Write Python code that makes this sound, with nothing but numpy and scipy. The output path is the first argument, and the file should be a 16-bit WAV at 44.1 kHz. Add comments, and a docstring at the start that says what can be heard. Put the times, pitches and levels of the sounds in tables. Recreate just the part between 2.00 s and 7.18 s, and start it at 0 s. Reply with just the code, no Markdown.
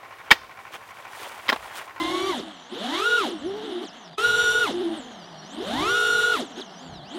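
"""A high, buzzing throttle punch is heard first: a small racing quadcopter flies over a park, heard from its own camera.
Three more punches follow, with lower, unsteady coasting between them.
Four motors follow one throttle at slightly different speeds: shaft hum, three-blade tone and thin whine beat and cross.
Rushing noise, stronger with speed, pulses with the blades; each shaft also makes the frame buzz.
Wind buffets the microphone, as low-pitched noise that swells and fades."""
import sys
import numpy as np
from scipy.fft import rfft, irfft, next_fast_len
from scipy.io import wavfile
from scipy.ndimage import uniform_filter1d, map_coordinates

SR = 44100
rng = np.random.default_rng(int(sys.argv[2]) if len(sys.argv) > 2 else 0)


def unload_audio(sound):
    """Save the sound as a 16-bit wav file, at the path given as the first command line argument."""
    columns = np.transpose(np.atleast_2d(sound))
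    # keep every value between -1 and 1, then stretch to whole-number steps
    steps = np.round(np.clip(columns, -1, 1) * 32767)
    wavfile.write(sys.argv[1], SR, steps.astype(np.int16))


N = 228470  # length [samples]

# Speeds are turns of the shaft per second [Hz]. Table levels are starting points that the functions trim.
FULL_SPEED = 480  # reference speed [Hz]
CREEP_HZ_PER_S = 15  # at full throttle the propellers unload as the craft gathers speed
SPOOL_BEND, BRAKE_BEND = 1.08, 2  # powers of time that shape the climb and the braking
WAKE_S = 0.29  # after let-go the wake swell peaks this much later
CHURN_HZ_PER_S = 900  # a change of speed this fast stalls the blades and churns the air
SWITCH_HZ = 23770  # switching rate of the motor drive
TOP_HZ = 15750  # upper band limit of the camera

# Each motor with its propeller:
# (punch speed [share], lean [share], braking time [share], coasting speed [share], steering [share],
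#  unbalance [dB], blade tone [dB], whine [dB])
ROTORS = [(1, -.07, 1, 1, 0.99, 1.5, -1.5, 2), (1, .93, .85, 1, -1, -9.5, -7.5, 2.5),
          (.913, .45, 1.25, 1.05, -.45, 1.34, -17.5, -10.5), (.805, .55, .9, .9, -.7, -11, -21, -6)]
# Throttle punches, before each rotor's shares:
# (start [s], spool-up [s], let-go [s], braking [s], first speed [Hz], top speed [Hz])
PUNCHES = [(0, .27, .28, .13, 342, 390), (.69, .375, 1.167, .118, 84, 480),
           (2.172, .07, 2.625, .087, 420, 484), (3.58, .325, 4.325, .09, 108, 482)]
# How far the opposite motor falls behind the lead under power, which sets their beat:
# (time [s], lag [share of the speed])
LEAN = [(.28, 0.0042), (.8, 0.051), (1.1, 0.0095), (2.22, 0.013), (2.33, .017), (2.5, 0.0049), (3.65, .12),
        (3.92, 0.2), (3.97, .075), (4.1, 0.032), (4.23, .012), (4.34, 0.04)]
# How hard the rotors work in each punch:
# (overtone swell [dB], wake [dB], rush [dB], blade tone [dB], shaft hum [dB])
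EFFORT = [(3.5, -6, 0, 3, 5), (-0.5, 8, 4, 3, 2), (8.5, 5, 1, 0, -.5), (6, 2, 1, 0, -0.5)]
# How the frame passes the shaft hum: (frequency [Hz], level [dB])
SHAFT_RESPONSE = [(40, -79), (100, -83), (150, -61.5), (210, -36), (290, -31), (350, -34), (440, -32.5),
                  (490, -35.5)]
# How the frame passes the blade tone: (frequency [Hz], level [dB])
BLADE_RESPONSE = [(100, -53), (160, -43.5), (230, -49), (290, -36.5), (345, -25), (420, -32.5), (560, -32),
                  (800, -29.5), (1050, -29), (1250, -22.5), (1430, -15.5), (1500, -21.5)]
# How the frame passes the octave of the blade tone: (frequency [Hz], level [dB])
OCTAVE_RESPONSE = [(300, -54), (700, -42.5), (1400, -44.5), (2050, -32), (2350, -37.5), (2600, -33),
                   (2850, -30.5), (3000, -42.5)]
# Overtones of the blade tone at full speed: (multiple of the blade rate, level [dB])
OVERTONES = [(3, -48), (4, -39.5), (5, -42), (6, -48.5), (7, -55.5), (8, -57.5), (9, -60), (10, -64)]
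# How the frame passes the magnetic whine: (frequency [Hz], level [dB])
WHINE_RESPONSE = [(2200, -69), (3200, -51), (4500, -60.5), (6500, -62.5), (9000, -66.5), (12500, -77),
                  (16000, -84)]
# Magnet cogs and drive steps in one turn of the shaft: (cogs [per turn], steps [per turn])
WHINE_ORDERS = (84, 42)
# How the frame passes its buzz: (frequency [Hz], relative level [dB])
FRAME_RESPONSE = [(500, -65), (750, -12), (1150, -1.5), (1500, -2), (2050, -7), (2500, -9), (3000, 2.5),
                  (3700, 4), (4200, -3.5), (4800, -14.5), (7000, -17), (12000, -97)]
# Wind on the microphone: (time [s], level [dB])
WIND = [(0.0, -51), (0.11, -51.5), (0.2, -66), (0.23, -50), (0.78, -86), (0.86, -71), (1.21, -61),
        (1.28, -73), (1.47, -54.5), (1.67, -67), (2.15, -90), (2.18, -71), (2.26, -48.5), (2.41, -53),
        (2.67, -55), (3.49, -77), (3.82, -39.5), (3.99, -61.5), (4.17, -51.5), (4.78, -81), (4.9, -52.5),
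        (5.18, -71)]
# Air thrown by the propellers follows their mean speed: (speed [Hz], wash [dB], rush [dB], hiss [dB])
AIR_LEVELS = [(48.88, -46.5, -49, -78), (80.6, -48, -44.5, -73), (102.6, -42.5, -42.5, -66),
              (204, -45, -35, -54.5), (324, -35.5, -32, -49), (430, -45, -34.5, -46.5)]
# Colour of the low wind thumps: (frequency [Hz], relative level [dB per Hz])
BUFFET_COLOUR = [(20, -23), (50, -0.5), (100, 4), (170, 0), (300, -3), (700, -19), (2000, -70)]
# Colour of the mostly low and middle wash: (frequency [Hz], relative level [dB per Hz])
WASH_COLOUR = [(60, -42), (180, -1.5), (320, 6), (480, -3), (700, 11.5), (1000, 1), (1350, -11),
               (1700, -4.5), (2400, -19), (4000, -27), (12000, -60)]
# Colour of the rush through the frame's resonances: (frequency [Hz], relative level [dB per Hz])
RUSH_COLOUR = [(500, -14), (1100, 3), (1500, -0.5), (2050, -3), (2500, -13.5), (3100, 4.5), (3600, 0.5),
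               (4100, -2.5), (4800, -12), (6500, -16), (9000, -30.5), (15000, -48)]
# Colour of the high hiss: (frequency [Hz], relative level [dB per Hz])
HISS_COLOUR = [(3000, -14), (6000, 5.5), (9000, 5.5), (11500, 2), (13000, -5), (16000, -11)]
# Colour of the microphone's own hiss: (frequency [Hz], relative level [dB per Hz])
SELF_NOISE_COLOUR = [(1000, -36), (9000, 26), (12300, 13), (13200, -7), (16000, -25)]
# Coasting between punches; steering lifts the lead motor and slows the opposite one:
# (time [s], mean speed [Hz], steering [Hz])
COAST = [(.49, 98, 8), (.56, 78.8, 9), (.68, 77.76, 3), (1.33, 92, -22), (1.38, 82, -18), (1.48, 95.1, 29),
         (1.57, 104.4, 38.5), (1.61, 102.5, 39.5), (1.66, 123.1, 27), (1.75, 115, 1), (1.83, 116.7, 4),
         (1.9, 57.2, 2), (1.97, 84.7, -6), (2.1, 54, -1), (2.16, 49.37, 9), (2.74, 91.02, 26),
         (2.82, 128, -4), (2.88, 108.9, -2), (2.97, 107.7, 1), (3.015, 80.17, -4), (3.09, 79.03, -3),
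         (3.24, 60.88, -7), (3.46, 59.73, -8), (3.52, 81.94, -6), (3.59, 114.4, -3), (4.44, 94.8, 14.5),
         (4.49, 69.14, 5), (4.65, 73.74, 3), (4.69, 58.72, 2.5), (4.78, 63.8, 5), (4.83, 72.8, 16),
         (4.91, 66, 13), (5.02, 42.07, 3), (5.1, 72.1, 5), (5.18, 116.5, 8)]
# Quick flicks of the stick:
# (time [s], half length [s], extra mean speed [Hz], extra steering [Hz])
FLICKS = [(1.84, .018, 14, 16), (3.278, .025, 6, 3.5), (4.512, .016, 17, 0), (4.593, 0.02, 42, -39),
          (4.702, .012, 7.6, 1), (4.743, 0.014, 9, 2)]
# The overall level dips briefly; the end values hold before and after: (time [s], level [dB])
DIP = [(2.145, -4), (2.163, -17), (2.173, -32.5), (2.183, -1.5)]


def amp(db):
    """Turn decibels into a plain multiplier."""
    return 10 ** (np.asarray(db) / 20)


def unit(x):
    """Scale a signal to an rms level of 1."""
    return x / np.sqrt(np.mean(x ** 2) + 1e-20)


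def along(points, hz):
    """Read a (frequency, value) table at any frequency, on a log axis."""
    table_hz, values = np.transpose(points)
    return np.interp(np.log(hz + 1), np.log(table_hz + 1), values)


def curves(rows):
    """One value per sample for each column after the time."""
    times, *columns = np.transpose(rows)
    return [np.interp(np.arange(N) / SR, times, column) for column in columns]


def wobble(rate):
    """A smooth random curve through `rate` random points a second."""
    points = rng.standard_normal(int(N * rate / SR) + 4)
    return map_coordinates(points, [np.arange(N) * rate / SR])


def filtered(x, response):
    """Shape the spectrum of x by a response that depends on frequency."""
    size = next_fast_len(N + SR // 2)  # spare room for the filter's tail
    spectrum = rfft(x, size) * response(np.fft.rfftfreq(size, 1 / SR))
    return irfft(spectrum, size)[:N]


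def noise(colour):
    """Coloured noise of rms 1."""
    return unit(filtered(rng.standard_normal(N), lambda hz: amp(along(colour, hz))))


def tone(angle, db):
    """A sine of the given rms level."""
    return np.sqrt(2) * amp(db) * np.sin(angle)


def speed_change(speed, size):
    """How fast the speed changes, up or down [Hz per s], averaged over `size` samples."""
    return uniform_filter1d(np.abs(np.gradient(speed)) * SR, size=size)


def churn(speed):
    """0 at a steady speed, near 1 in a hard climb or braking."""
    return np.tanh(speed_change(speed, 1800) / CHURN_HZ_PER_S)


def punch_speed(t, brake_share):
    """Each punch spools up, creeps on at full throttle and brakes when the stick is let go."""
    speed = np.zeros(N)
    for start, spool, let_go, brake, first, top in PUNCHES:
        full = top - CREEP_HZ_PER_S * np.maximum(let_go - t, 0)
        climb = np.clip((t - start) / spool, 0, 1) ** SPOOL_BEND
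        since = np.maximum(t - let_go, 0)
        braking = np.exp(-(since / (brake * brake_share)) ** BRAKE_BEND)
        speed += (t >= start) * (first + (full - first) * climb) * braking
    return speed


def spin(demand, hunt=.014, stumble=.016):
    """Inertia rounds the speed; random wobbles stand for controller trimming and stumbles in churned air."""
    speed = uniform_filter1d(demand, size=400)
    headroom = np.clip(1.05 - speed / FULL_SPEED, 0, 1)  # wobbles shrink near full speed
    trimming = headroom * hunt * wobble(45)
    stumbling = np.sqrt(headroom) * stumble * churn(speed) * wobble(18)
    speed = speed * (1 + trimming + stumbling)
    return speed, 2 * np.pi * (np.cumsum(speed) / SR + rng.random())


def blade_load(t, load_db=-4, edge_db=-3, shake_db=-1.5, inflow=0.092, linger_s=1.0):
    """Tips bite late in a punch; falling through their own wake, and wind, load the blades too."""
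    wind, = curves(WIND)
    load_db = load_db + inflow * (wind - wind.mean())
    stir_db = 0
    for punch, effort in zip(PUNCHES, EFFORT):
        start, _, let_go, brake, *_ = punch
        swell_db, wake_db, rush_db, blade_db, hum_db = effort
        progress = np.clip((t - start) / (let_go - start), 0, 1)
        since = np.maximum(t - let_go, 0)
        powered = (t >= start) * np.exp(-(since / brake) ** 2)
        after = since / WAKE_S
        wake = after ** 2 * np.exp(1 - after ** 2)
        edge_db = edge_db + swell_db * np.sin(np.pi * progress ** 2)
        load_db = load_db + blade_db * powered + wake_db * wake
        shake_db = shake_db + hum_db * powered
        stir_db = stir_db + rush_db * np.exp(-((t - let_go) / linger_s) ** 2)
    return load_db, edge_db, shake_db, stir_db


def shaft_hum(speed, angle, second_db=-15, growth_db=-8):
    """Unbalance shakes the frame once a turn, with a weak octave."""
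    octave_db = along(SHAFT_RESPONSE, 2 * speed) + second_db + growth_db * np.log10(speed / FULL_SPEED)
    hum = tone(angle, along(SHAFT_RESPONSE, speed) + 2 * wobble(54))
    return hum + tone(2 * angle, octave_db + 2 * wobble(60))


def blade_tone(speed, angle, strength_db, edge_db, rough_db, growth_db=42, second_growth_db=6,
               second_share=0.93, flutter=0.67):
    """Three blades pass in each turn; overtones grow with tip speed and flutter in the turbulence."""
    rate, phase = 3 * speed, 3 * angle
    decades = np.log10(speed / FULL_SPEED)
    sound = tone(phase, strength_db + along(BLADE_RESPONSE, rate) + rough_db * wobble(140))
    octave_db = second_share * strength_db + second_growth_db * decades + along(OCTAVE_RESPONSE, 2 * rate)
    sound += tone(2 * phase + 0.21 * wobble(200), octave_db + 2 * wobble(25.18))
    for multiple, db in OVERTONES:
        level = strength_db + db + growth_db * decades + edge_db
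        sound += tone(multiple * phase + flutter * wobble(200), level + 2 * wobble(25.13))
    return sound


def magnet_whine(speed, angle, surge_db=8, step_db=-12, step_surge_db=25, surge_scale=1500):
    """Magnet cogs and drive steps each sing once per cog or step, louder when speeding up or braking hard."""
    current = np.tanh(speed_change(speed, 600) / surge_scale)  # surge_scale [Hz per s]
    levels = (surge_db * current, step_db + step_surge_db * current)
    sound = np.zeros(N)
    for order, db in zip(WHINE_ORDERS, levels):
        hz = order * speed
        whine = tone(order * angle, along(WHINE_RESPONSE, hz) + db + 4.3 * wobble(35))
        sound += whine * (hz < SR / 2)  # leave out pitches too high for the sample rate
    return sound


def switching_tone(t, speed, angle, level_db=-37, ring_hz=3700, width_hz=380):
    """The drive's switching rate minus its step rate falls into a frame resonance at full throttle."""
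    steps = WHINE_ORDERS[1]
    hz = SWITCH_HZ - steps * speed
    difference = tone(2 * np.pi * SWITCH_HZ * t - steps * angle, level_db + 0.83 * wobble(40))
    return difference / (1 + ((hz - ring_hz) / width_hz) ** 2)


def frame_buzz(speed, angle, count=34, size=2048, jitter=0.039):
    """Every turn repeats the same uneven rattle of bearings and blades: `count` multiples of the shaft rate."""
    harmonics = np.exp(2j * np.pi * rng.random(count))  # equal strengths, random phases
    one_turn = unit(irfft(np.append(0, harmonics), size))
    place = (angle + jitter * wobble(150)) / (2 * np.pi) % 1
    rattle = np.interp(place, np.arange(size) / size, one_turn)
    return rattle * np.sqrt(speed / FULL_SPEED) * amp(2 * wobble(35))


def air(speed, stir_db, chop, buzz, buffet_db=6, wash_db=2.5, rush_db=-3, buzz_db=-3, hiss_db=4,
        floor_db=-78, churn_wash_db=-0.5):
    """Wind thumps; wash, rush and hiss follow speed, rush and hiss pulse with the blades, the frame buzzes."""
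    buffet, = curves(WIND)
    speeds, *levels = np.transpose(AIR_LEVELS)
    wash, rush, hiss = [np.interp(speed, speeds, db) for db in levels]
    wash = wash + churn_wash_db * churn(speed)
    rush = rush + stir_db
    low = amp(buffet + buffet_db + 0.77 * wobble(24.6)) * noise(BUFFET_COLOUR)
    low += amp(wash + wash_db) * noise(WASH_COLOUR)
    high = amp(rush + rush_db) * noise(RUSH_COLOUR) + amp(hiss + hiss_db) * noise(HISS_COLOUR)
    resonant_buzz = unit(filtered(buzz, lambda hz: amp(along(FRAME_RESPONSE, hz))))
    frame = amp(rush + buzz_db) * resonant_buzz
    pulsing = unit(amp(2 * chop + wobble(110) + wobble(35)))
    return low + frame + high * pulsing + amp(floor_db) * noise(SELF_NOISE_COLOUR)


def coast_speed(t, steer_share):
    """Low throttle; steering speeds up some motors and slows others, and flicks add short bumps."""
    mean, steering = curves(COAST)
    speed = mean + steer_share * steering
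    for time, half, extra, turn in FLICKS:
        speed += (extra + steer_share * turn) * np.exp(-((t - time) / half) ** 2)
    return speed


def scene(idle_shade=0.43, calm_rough_db=1.18, churn_rough_db=2):
    """Four rotors share a frame and stir the air; the frame shades the far propellers most at high pitch."""
    t = np.arange(N) / SR
    load_db, edge_db, shake_db, stir_db = blade_load(t)
    lean, = curves(LEAN)
    tones, chop, buzz, air_power = np.zeros((4, N))
    for power, leaning, braking, coasting, steering, unbalance_db, blade_db, whine_db in ROTORS:
        driven = power * (1 - leaning * lean) * punch_speed(t, braking)
        coasted = coasting * coast_speed(t, steering)
        speed, angle = spin(np.maximum(driven, coasted))
        shade = idle_shade + (1 - idle_shade) * speed / FULL_SPEED
        rough_db = calm_rough_db + churn_rough_db * churn(speed)
        tones += amp(unbalance_db + shake_db) * shaft_hum(speed, angle)
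        tones += amp(load_db) * blade_tone(speed, angle, shade * blade_db, edge_db, rough_db)
        tones += amp(whine_db) * (magnet_whine(speed, angle) + switching_tone(t, speed, angle))
        buzz += frame_buzz(speed, angle)
        chop += np.cos(3 * angle) + np.cos(angle)  # once a blade and once a turn
        air_power += speed ** 3 / len(ROTORS)
    mean_speed = np.cbrt(air_power)  # fast rotors count most
    sound = tones + air(mean_speed, stir_db, unit(chop), buzz)
    return sound * amp(curves(DIP)[0])


def record(dry):
    """The camera keeps nothing above its band limit."""
    return filtered(dry, lambda hz: hz < TOP_HZ)[None]


dry = scene()
out = record(dry)
unload_audio(out)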